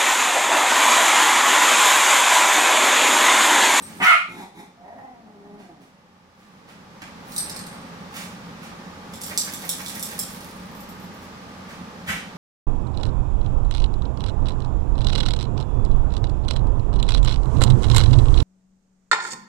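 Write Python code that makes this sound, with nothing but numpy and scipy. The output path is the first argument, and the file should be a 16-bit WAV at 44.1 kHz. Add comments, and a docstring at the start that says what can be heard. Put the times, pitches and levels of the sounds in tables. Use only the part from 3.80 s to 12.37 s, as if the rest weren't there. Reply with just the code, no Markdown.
"""Two small dogs on a stone kitchen floor

A stereo pair on a hand-held camera hears them over a droning fan. One dog grunts, barks and grumbles,
its vocal folds pulsing through throat and chest. Paws scuff, a metal tag jingles, a dog sniffs, one shakes
its clacking collar, and one huffs. The bark drives the gain control down; the room is back in about 3 s."""
import sys
import numpy as np
from scipy import signal
from scipy.fft import rfft, irfft, next_fast_len
from scipy.io import wavfile
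from scipy.ndimage import uniform_filter1d, minimum_filter1d

SR = 44100
rng = np.random.default_rng(int(sys.argv[2]) if len(sys.argv) > 2 else 0)


def digitize_waveform(pressure):
    """Quantize a signal to 16-bit integers and store it at the path in sys.argv[1].

    Rows of a 2-D input are taken as channels; values are limited to [-1, 1].
    """
    field = np.atleast_2d(pressure).T
    bounded = np.clip(field, -1, 1)
    quanta = np.round(bounded * 32767).astype(np.int16)
    wavfile.write(sys.argv[1], SR, quanta)


N = 377937
T = np.arange(N) / SR
BAND_LIMIT_HZ = 15900


def amp(db):
    """Decibels to gain."""
    return 10 ** (np.asarray(db) / 20)


def unit_rms(x):
    """Scales to rms 1."""
    return x / np.sqrt(np.mean(x ** 2) + 1e-20)


def value_at(points, hz):
    """Reads a curve on a log-frequency axis."""
    f, value = np.transpose(points)
    return np.interp(np.log(hz + 1), np.log(f + 1), value)


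def tilted(points, tilt_db):
    """A spectrum made brighter or duller by some dB per octave."""
    return [(hz, db + tilt_db * np.log2(hz)) for hz, db in points]


def add(mix, s, sound):
    """Mixes a sound in at s seconds."""
    part = mix[max(round(s * SR), 0):][:len(sound)]
    part += sound[:len(part)]


def envelope(t, attack, hold, release):
    """Gain at time t: a rounded 30 dB climb, a hold, then a fall of 30 dB per release time."""
    rise = np.maximum(1 - t / attack, 0) ** 2
    fall = np.maximum(t - attack - hold, 0) / release
    return amp(-30 * np.minimum(rise + fall, 10))


def colour(x, spectrum):
    """Causal filter with the given spectrum and energy 1."""
    log_gain = np.log(amp(value_at(spectrum, abs(np.fft.fftfreq(2048, 1 / SR)))))
    taps = np.fft.ifft(np.exp(np.conj(signal.hilbert(log_gain)))).real
    return signal.oaconvolve(x, taps / np.linalg.norm(taps))[:len(x)]


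def resonate(x, hz, width):
    """A steep resonance that can glide: shift down to zero, smooth twice, shift back."""
    carrier = np.exp(2j * np.pi * np.cumsum(hz * np.ones(len(x))) / SR)
    r = np.exp(-np.pi * width / SR)
    smoothed = signal.lfilter([(1 - r) ** 2], [1, -2 * r, r * r], x / carrier + 1e-18)
    return 2 * (carrier * smoothed).real


def wobble(count, span):
    """Noise of rms 1, smoothed over span samples."""
    return unit_rms(uniform_filter1d(rng.standard_normal(count), span))


def grit(count, per_s, spread_db):
    """A random train of tiny impulses of uneven size."""
    size = amp(spread_db * np.minimum(rng.exponential(1, count), 4))
    return unit_rms(size * rng.standard_normal(count) * (rng.random(count) < per_s / SR))


# The fan's rush of air. Each row: frequency in Hz, relative level in dB.
FAN_AIR = [(150, -27.5), (250, -1.5), (330, -10), (547, -6.5), (651, -12.5), (845, -6.5), (1040, -10.5),
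           (1200, -7.5), (1350, -12), (1790, -13.5), (2710, -19), (5350, -23), (9170, -34.5), (12500, -37),
           (16000, -44)]
# Its housing's resonances. Each row: frequency in Hz, width in Hz, level in dB.
FAN_HOUSING = [(52.1, 20, -63.5), (86.2, 26, -55.5), (127, 63, -54.5), (181.4, 33, -44.5), (215, 45, -49.5),
               (828, 67, -56.5), (1193, 100, -56.5)]

def fan(air_db=-42):
    """Rushing air and a droning housing, reaching the microphones from all round the room."""
    pair = []
    for white in rng.standard_normal((2, N)):
        drone = sum(amp(db) * unit_rms(resonate(rng.standard_normal(N), hz, width))
                    for hz, width, db in FAN_HOUSING)
        pair.append(amp(air_db) * colour(white, FAN_AIR) + drone)
    return mic_pair(*pair) * amp([[-.5], [.5]])


def vocal_folds(hz, rough, jitter):
    """Jittered pulses of the vocal folds, with a puff of noise in each cycle."""
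    cycles = np.cumsum(hz * (1 + jitter * rough * wobble(len(hz), span=160))) / SR
    pulses = sum(np.cos(2 * np.pi * k * cycles) for k in range(1, int(BAND_LIMIT_HZ / hz.max())))
    puffs = (0.25 + np.exp(-(cycles % 1) / 0.25)) * rng.standard_normal(len(hz))
    return (1 - rough) * unit_rms(pulses) + rough * unit_rms(puffs)


def throat(x, modes, opening):
    """Parallel resonances that move as the mouth opens."""
    return sum(amp(db) * resonate(x, hz * opening ** follow, width) for hz, width, db, follow in modes)


def steady(x):
    """Holds a voice at rms 1, so that effort sets its loudness."""
    return x / np.sqrt(abs(uniform_filter1d(x ** 2, size=900)) + 1e-12)


# The chest with the mouth shut, and the rasp of air. Each row: frequency in Hz, relative level in dB.
CHEST_SPECTRUM = [(40, -48.5), (110, -9), (165, 2), (270, 2.5), (340, -5.5), (430, -4.5), (560, -26),
                  (1000, -24.5), (3000, -47)]
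RASP_SPECTRUM = [(600, -44), (1000, -10), (2300, 3.5), (2900, -21), (3600, 0), (4500, -14.5), (5800, -11),
                 (7500, -11.5), (11000, -13), (16000, -21)]
# The open mouth. Each row: frequency in Hz, width in Hz, gain in dB, how far it follows the lips.
GROWL_FORMANTS = [(600, 250, -16.5, 0.92), (765, 180, 3, 0.95), (990, 230, -39.5, 0.91),
                  (1920, 230, -14, 0.61)]

def low_voice(hz, rough, mouth_db, lips, rasp_db, flutter_db):
    """Low fluttering pulses sound through the chest and, as the lips part, through the mouth."""
    drive = vocal_folds(hz, rough, jitter=.09)
    chest = unit_rms(colour(drive, CHEST_SPECTRUM))
    mouth = amp(mouth_db) * unit_rms(throat(drive, GROWL_FORMANTS, lips))
    rasp = amp(rasp_db) * colour(rng.standard_normal(len(hz)), RASP_SPECTRUM)
    flutter = amp(flutter_db * rough * wobble(len(hz), span=500))
    return flutter * (steady(chest + mouth) + rasp)


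# Grunts around the bark. Each row: start, attack, hold and release in seconds, effort in dB,
# pitch in Hz and mouth against chest in dB (both at mid-hold), rasp against voice in dB.
GRUNT_CALLS = [(0, 0.0069, 0.01, 0.049, -41, 179.6, -10, -7), (.07, 0.034, 0.065, 0.11, -38, 159, -17, -16),
               (.18, .045, 0.021, .02, -21, 192.2, 2, -22),
               (0.457, .07, 0.0917, 0.11, -23, 179.8, -5.5, -9.5),
               (.72, 0.062, .03, .11, -28.5, 172.2, -6.5, -9)]

def grunts(glide_hz_per_s=130, open_db_per_s=80.5):
    """Each short grunt starts in the chest and rises in pitch as the mouth opens."""
    out = np.zeros(N)
    for s, attack, hold, release, db, hz, mouth_db, rasp_db in GRUNT_CALLS:
        t = T[T < attack + hold + release]
        past_middle = t - attack - hold / 2
        pitch = hz + glide_hz_per_s * past_middle
        open_db = mouth_db + open_db_per_s * past_middle
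        voice = low_voice(pitch, rough=.48, mouth_db=open_db, lips=1.05, rasp_db=rasp_db, flutter_db=5)
        add(out, s, amp(db) * envelope(t, attack, hold, release) * voice)
    return out


def ringing(modes):
    """One blow on a piece of metal; the point of contact varies the mix of modes."""
    t = T[:SR // 3]
    return sum(amp(db + rng.normal(0, 2) - 60 * t / t60) * np.sin(2 * np.pi * hz * t)
               for hz, db, t60 in modes)


def contact(decay_s):
    """The brief crack of two hard things meeting."""
    t = T[:SR // 3]
    crack = rng.standard_normal(len(t)) * np.exp(-t / decay_s)
    return crack / np.linalg.norm(crack)


# Blows on the tag. Each row: time in seconds, relative level in dB, extra click in dB.
TAG_BLOWS = [(0.0228, -19, -26), (.17, -30, -22), (3.52, -30, 0), (3.563, -21, 3), (3.5805, -13, 2),
             (3.612, -26.5, -2), (3.661, -32, 1), (3.697, -29, 12.5), (3.763, -30, 8), (3.791, -34.5, 9),
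             (3.866, -37, 10), (3.93, -39, -1), (4.01, -48, -12)]
# The tag's modes. Each row: frequency in Hz, relative level in dB, seconds to fall 60 dB.
TAG_MODES = [(4110, -21, 0.26), (4250, -21.5, 0.105), (5000, -28, .15), (5800, -23, .15), (8460, 0.5, 0.11),
             (8530, -0.5, 0.11), (9200, -17, 0.11), (11403, -5.5, 0.097), (15030, -33, .1)]
# Its click. Each row: frequency in Hz, relative level in dB.
CLICK_SPECTRUM = [(1500, -37.5), (3100, -24.5), (3900, 2.5), (5200, 0.5), (6800, -6), (8500, 2.5),
                  (11000, -4.5), (13000, -4.5), (16000, -15.5)]

def tag(click_db=23):
    """The metal tag swings against its loop: a click and a high ring."""
    out = np.zeros(N)
    for s, db, extra_db in TAG_BLOWS:
        ring = ringing(TAG_MODES)
        click = amp(click_db + extra_db) * colour(contact(decay_s=0.0018), CLICK_SPECTRUM)
        add(out, s, amp(db) * (ring + click))
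    return out


# Paw scuffs, a faint, slowly fading wash of noise (3.722 s) and a dog's short sniff or snort (4.372 s).
# Each row: time of peak and decay in seconds, level in dB, tilt in dB per octave.
NOISE_BURSTS = [(0.09, .16, -41.5, 4), (0.258, .045, -13.5, 1), (1.809, .044, -37, -1),
                (2.028, .044, -44, 2), (2.621, 0.105, -48, 1), (2.897, 0.0343, -38, -.5),
                (3.221, 0.0061, -26, -2), (3.257, .034, -44.5, -2), (3.541, 0.12, -40, 7.5),
                (3.722, .3, -45, -2.5), (4.372, 0.064, -34, 2.5), (4.839, .034, -42.5, 1),
                (7.43, 0.028, -51.5, 5.5), (7.908, 0.048, -43, -.5)]
# Their shared colour. Each row: frequency in Hz, relative level in dB.
BURST_SPECTRUM = [(150, -10.5), (500, -6), (1200, 1.5), (2400, 0.5), (3500, -5), (6300, -10), (7500, -9.5),
                  (11000, -15.5), (16000, -16.5)]

def scuffs_and_sniff():
    """Grainy noise swells and fades: pads and claws on stone, one faint wash, one sniff or snort."""
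    out = np.zeros(N)
    for s, decay, db, tilt_db in NOISE_BURSTS:
        rise = .52 * decay
        start = max(s - 2 * rise, 0)
        past_peak = start + T[:SR] - s
        swell = np.exp(-np.where(past_peak < 0, (past_peak / rise) ** 2, past_peak / decay))
        grains = swell * grit(SR, per_s=9000, spread_db=3.5)
        add(out, start, amp(db) * colour(grains, tilted(BURST_SPECTRUM, tilt_db)))
    return out


# The barking throat. Each row: frequency in Hz, width in Hz, gain in dB, how far it follows the jaw.
BARK_FORMANTS = [(787, 150, -14, -0.047), (1326, 275, 2.5, 1), (2279, 370, 3, -0.96),
                 (2756, 260, -13.5, 0.22), (3960, 770, -22, 0), (7600, 6000, -38.5, -0.039)]
# Its hoarse air. Each row: frequency in Hz, relative level in dB.
HOARSE_SPECTRUM = [(200, -42), (500, -26), (750, -6.5), (1200, 3.5), (1600, 0), (1900, 1.5), (2700, -2),
                   (3100, -6.5), (4500, -22), (11000, -27.5), (16000, -49.5)]

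def bark(start_s=.2, attack_s=.079, hold_s=.038, release_s=.054, effort_db=4):
    """A hoarse start; pitch and jaw then rise and fall in one arch, the voice clearest at its top."""
    t = T[T < attack_s + hold_s + release_s]
    arch = np.exp(-((t - .081) / .04) ** 2)
    drive = vocal_folds(hz=558.8 + 165 * arch, rough=.47 - .413 * arch, jitter=.06)
    voice = steady(throat(drive, BARK_FORMANTS, opening=.94 + .1 * arch))
    air_db = 8.5 - 110 * t - 7.5 * arch  # the air leads, dies away, and dips at the top
    air = amp(air_db) * colour(rng.standard_normal(len(t)), HOARSE_SPECTRUM)
    out = np.zeros(N)
    add(out, start_s, amp(effort_db) * envelope(t, attack_s, hold_s, release_s) * steady(voice + air))
    return out


# The course of the growl. Each row: time in seconds, effort in dB, pitch in Hz, roughness from 0 to 1,
# mouth against chest in dB, lips as a factor on the formants.
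GROWL_COURSE = [(.97, -42, 168.9, 0.5, 4, 0.89), (1.06, -31.5, 189.9, .6, 5, 0.96),
                (1.16, -28.5, 269, 0.54, 7, 0.89), (1.25, -28, 263.2, 0.29, 4, 1.04),
                (1.42, -38.5, 222.8, 0.38, -3, 0.95), (1.56, -34, 201.4, 0.41, -6, 0.938),
                (1.78, -30.5, 209.6, .45, -7, 0.92), (1.93, -34, 160.3, .35, -9, 0.96),
                (2.08, -46, 109.3, 0.54, -5, .92)]

def growl():
    """One long grumble that lifts into a whine, then sinks in pitch as the mouth closes."""
    times, *columns = np.transpose(GROWL_COURSE)
    t = np.arange(times[0], times[-1], 1 / SR)
    effort_db, hz, rough, mouth_db, lips = [np.interp(t, times, column) for column in columns]
    out = np.zeros(N)
    add(out, times[0], amp(effort_db) * low_voice(hz, rough, mouth_db, lips, rasp_db=-33, flutter_db=7))
    return out


# Rustling fur and a slapping ear. Each row: frequency in Hz, relative level in dB.
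FUR_SPECTRUM = [(40, -17), (150, 1), (500, -7), (1100, -1.5), (2300, -1.5), (4000, -1.5), (6000, -3),
                (10000, -2.5), (16000, -5)]
EAR_SPECTRUM = [(40, -39), (120, 0), (350, -3), (700, -2), (1100, -3), (2100, 2.5), (3000, -9), (8000, -23),
                (16000, -39)]

def shake(start_s=5.25, turns=6, first_turn_s=5.516, turn_s=.162, slap_s=.0108):
    """The body twists to and fro: the coat rustles and the ears slap, a little softer at each turn."""
    slaps = sum(amp(-33 - .6 * k) * np.exp(-((T - first_turn_s - k * turn_s) / slap_s) ** 2)
                for k in range(turns))
    vigour = envelope(T - start_s, attack=.271, hold=.89, release=.73)
    coat = amp(-40) * vigour * colour(grit(N, per_s=2500, spread_db=6), FUR_SPECTRUM)
    return coat + slaps * colour(rng.standard_normal(N), EAR_SPECTRUM)


# Bouts of chatter at the collar. Each row: start in seconds, hold in seconds, level in dB.
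CHATTER_BOUTS = [(5.326, 1.12, -46.5), (6.83, 0.26, -48.5)]
# The small ring's modes. Each row: frequency in Hz, relative level in dB, seconds to fall 60 dB.
RING_MODES = [(11790, -9.5, .04), (12936, 2.5, 0.054), (13108, -11, .05), (15127, -2.5, 0.064),
              (15272, -12, .05)]
# A knock on the buckle. Each row: frequency in Hz, relative level in dB.
BUCKLE_SPECTRUM = [(1500, -31.5), (2700, -25.5), (3300, -4.5), (4300, -9.5), (5500, -3), (6500, -10),
                   (7400, -3), (10900, -8.5), (13000, -11), (16000, -14)]

def chatter(tick_db=-6.5):
    """Many light touches keep the collar's small ring sounding."""
    bouts = sum(amp(db) * envelope(T - s, attack=.053, hold=hold, release=.38)
                for s, hold, db in CHATTER_BOUTS)
    touches = grit(N, per_s=41, spread_db=0)
    ring = unit_rms(signal.oaconvolve(touches, ringing(RING_MODES))[:N])
    return bouts * (ring + amp(tick_db) * colour(touches, BUCKLE_SPECTRUM))


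# The shaken collar. Each row: time in seconds, relative level in dB, tilt in dB per octave.
COLLAR_CLACKS = [(5.3368, -30, -3), (5.4154, -23.5, 3), (5.4355, -22, 1), (5.5757, -8, 2.5),
                 (5.7369, -21.5, 1), (5.892, -10, 3), (6.0613, -23, -2.5), (6.0821, -23.5, 1),
                 (6.1522, -23.5, 6), (6.195, -22, 6), (6.2267, -15.5, 5.5), (6.391, -12, 6)]

def clacks():
    """The collar's fittings slap together during the shake, damped by fur."""
    out = np.zeros(N)
    for s, db, tilt_db in COLLAR_CLACKS:
        add(out, s, amp(db) * colour(contact(decay_s=0.0026), tilted(BUCKLE_SPECTRUM, tilt_db)))
    return out


# Handling noise. Each row: start, attack, hold and release in seconds, level in dB.
HAND_SHIFTS = [(6.2, 0.67, 0.296, 0.33, -56), (8.25, 0.093, .02, .15, -48.5)]

def handling():
    """The hand shifts on the camera body: a low rumble right at the microphones."""
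    pressure = sum(amp(db) * envelope(T - s, attack, hold, release)
                   for s, attack, hold, release, db in HAND_SHIFTS)
    return pressure * unit_rms(resonate(rng.standard_normal(N), hz=55, width=40))


# Air through the snout. Each row: frequency in Hz, relative level in dB.
SNOUT_SPECTRUM = [(40, -22), (80, -5), (170, 4), (360, -16), (800, -6), (1100, -3.5), (1600, 1.5),
                  (2100, 2), (3200, -3.5), (4100, -12.5), (6100, -14), (12000, -18), (16000, -22)]

def huff(start_s=8.255):
    """A sneeze-like blast through a dog's snout, then a weaker flow of air."""
    blast = amp(-25.5) * envelope(T - start_s, attack=.035, hold=.0075, release=.065)
    flow = amp(-37) * envelope(T - start_s, attack=.035, hold=.094, release=.065)
    return (blast + flow) * colour(rng.standard_normal(N), SNOUT_SPECTRUM)


# Diffuse sound at the pair. Each row: frequency in Hz, left-right likeness from 0 to 1.
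MIC_LIKENESS = [(60, 0.92), (130, 0.969), (290, 0.908), (640, 0.54), (1400, 0.1), (3000, 0.052),
                (15000, 0.083)]
LEFT_LAG = 8  # samples; the left microphone is about 6 cm further from the dogs

def mic_pair(a, b):
    """Two unrelated sounds become a microphone pair: alike in the bass, apart in the treble."""
    size = next_fast_len(len(a))
    hz = np.fft.rfftfreq(size, 1 / SR)
    likeness = value_at(MIC_LIKENESS, hz)
    delay = np.exp(-2j * np.pi * hz * LEFT_LAG / SR)
    right = rfft(a, size)
    left = (likeness * right + np.sqrt(1 - likeness ** 2) * rfft(b, size)) * delay
    return irfft(np.array([left, right]), size)[:, :len(a)]


# The kitchen's reverberation. Each row: frequency in Hz, seconds to fall 60 dB.
KITCHEN_DECAY = [(150, 0.19), (600, 0.37), (1500, 0.35), (4000, 0.43), (9000, 0.36), (16000, 0.099)]

def kitchen(x, wet_db, right_db):
    """Direct sound reaches the right microphone first; stone and cupboards answer with a dense tail."""
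    echoes = rng.standard_normal((2, SR)) * (rng.random((2, SR)) < 4000 / SR) * (T[:SR] > .003)
    hz, t, bands = signal.stft(echoes, SR, nperseg=256)
    decay = amp(-60 * t / value_at(KITCHEN_DECAY, hz)[:, None])
    tail = signal.istft(bands * decay, SR, nperseg=256)[1]
    response = amp(wet_db) * mic_pair(*tail) / np.linalg.norm(tail[0])
    response[[0, 1], [LEFT_LAG, 0]] += 1  # the direct sound
    heard = signal.oaconvolve(x[None], response / np.linalg.norm(response[0]), axes=1)[:, :N]
    return heard * amp([[-right_db / 2], [right_db / 2]])


def scene():
    """Both dogs a little right of the microphones, the fan filling the kitchen."""
    barking = kitchen(bark() + huff(), wet_db=6, right_db=2)
    growling = kitchen(grunts() + growl(), wet_db=.5, right_db=.5)
    rustling = kitchen(scuffs_and_sniff() + shake(), wet_db=1.5, right_db=3)
    jingle = kitchen(amp(-8) * tag(), wet_db=3, right_db=3)
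    collar = kitchen(amp(19) * clacks() + chatter(), wet_db=3.5, right_db=3)
    return barking + growling + rustling + jingle + collar + fan() + handling()


def record(dry, limit_db=-15, depth_db=14, hold_s=2.11, recover_db_per_s=13):
    """Gain control drops at once on a loud sound, holds, recovers; then overload and the band limit."""
    power_db = 10 * np.log10(abs(uniform_filter1d((dry ** 2).mean(0), size=400)) + 1e-12)
    over_db = np.clip(power_db - limit_db, 0, depth_db)
    over_db[0] = 5  # the gain starts a little low
    span = int(hold_s * SR) // 2 * 2 + 1
    held_db = -minimum_filter1d(-over_db, span, origin=span // 2, mode="constant")
    recovery_db = recover_db_per_s * T
    duck_db = np.maximum.accumulate(held_db + recovery_db) - recovery_db
    clipped = np.clip(dry * amp(-uniform_filter1d(duck_db, size=200)), -1, 1)
    lowpass = signal.firwin(511, BAND_LIMIT_HZ, window=("kaiser", 9), fs=SR)
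    return signal.oaconvolve(clipped, lowpass[None], "same")


dry = scene()
out = record(dry)
digitize_waveform(out)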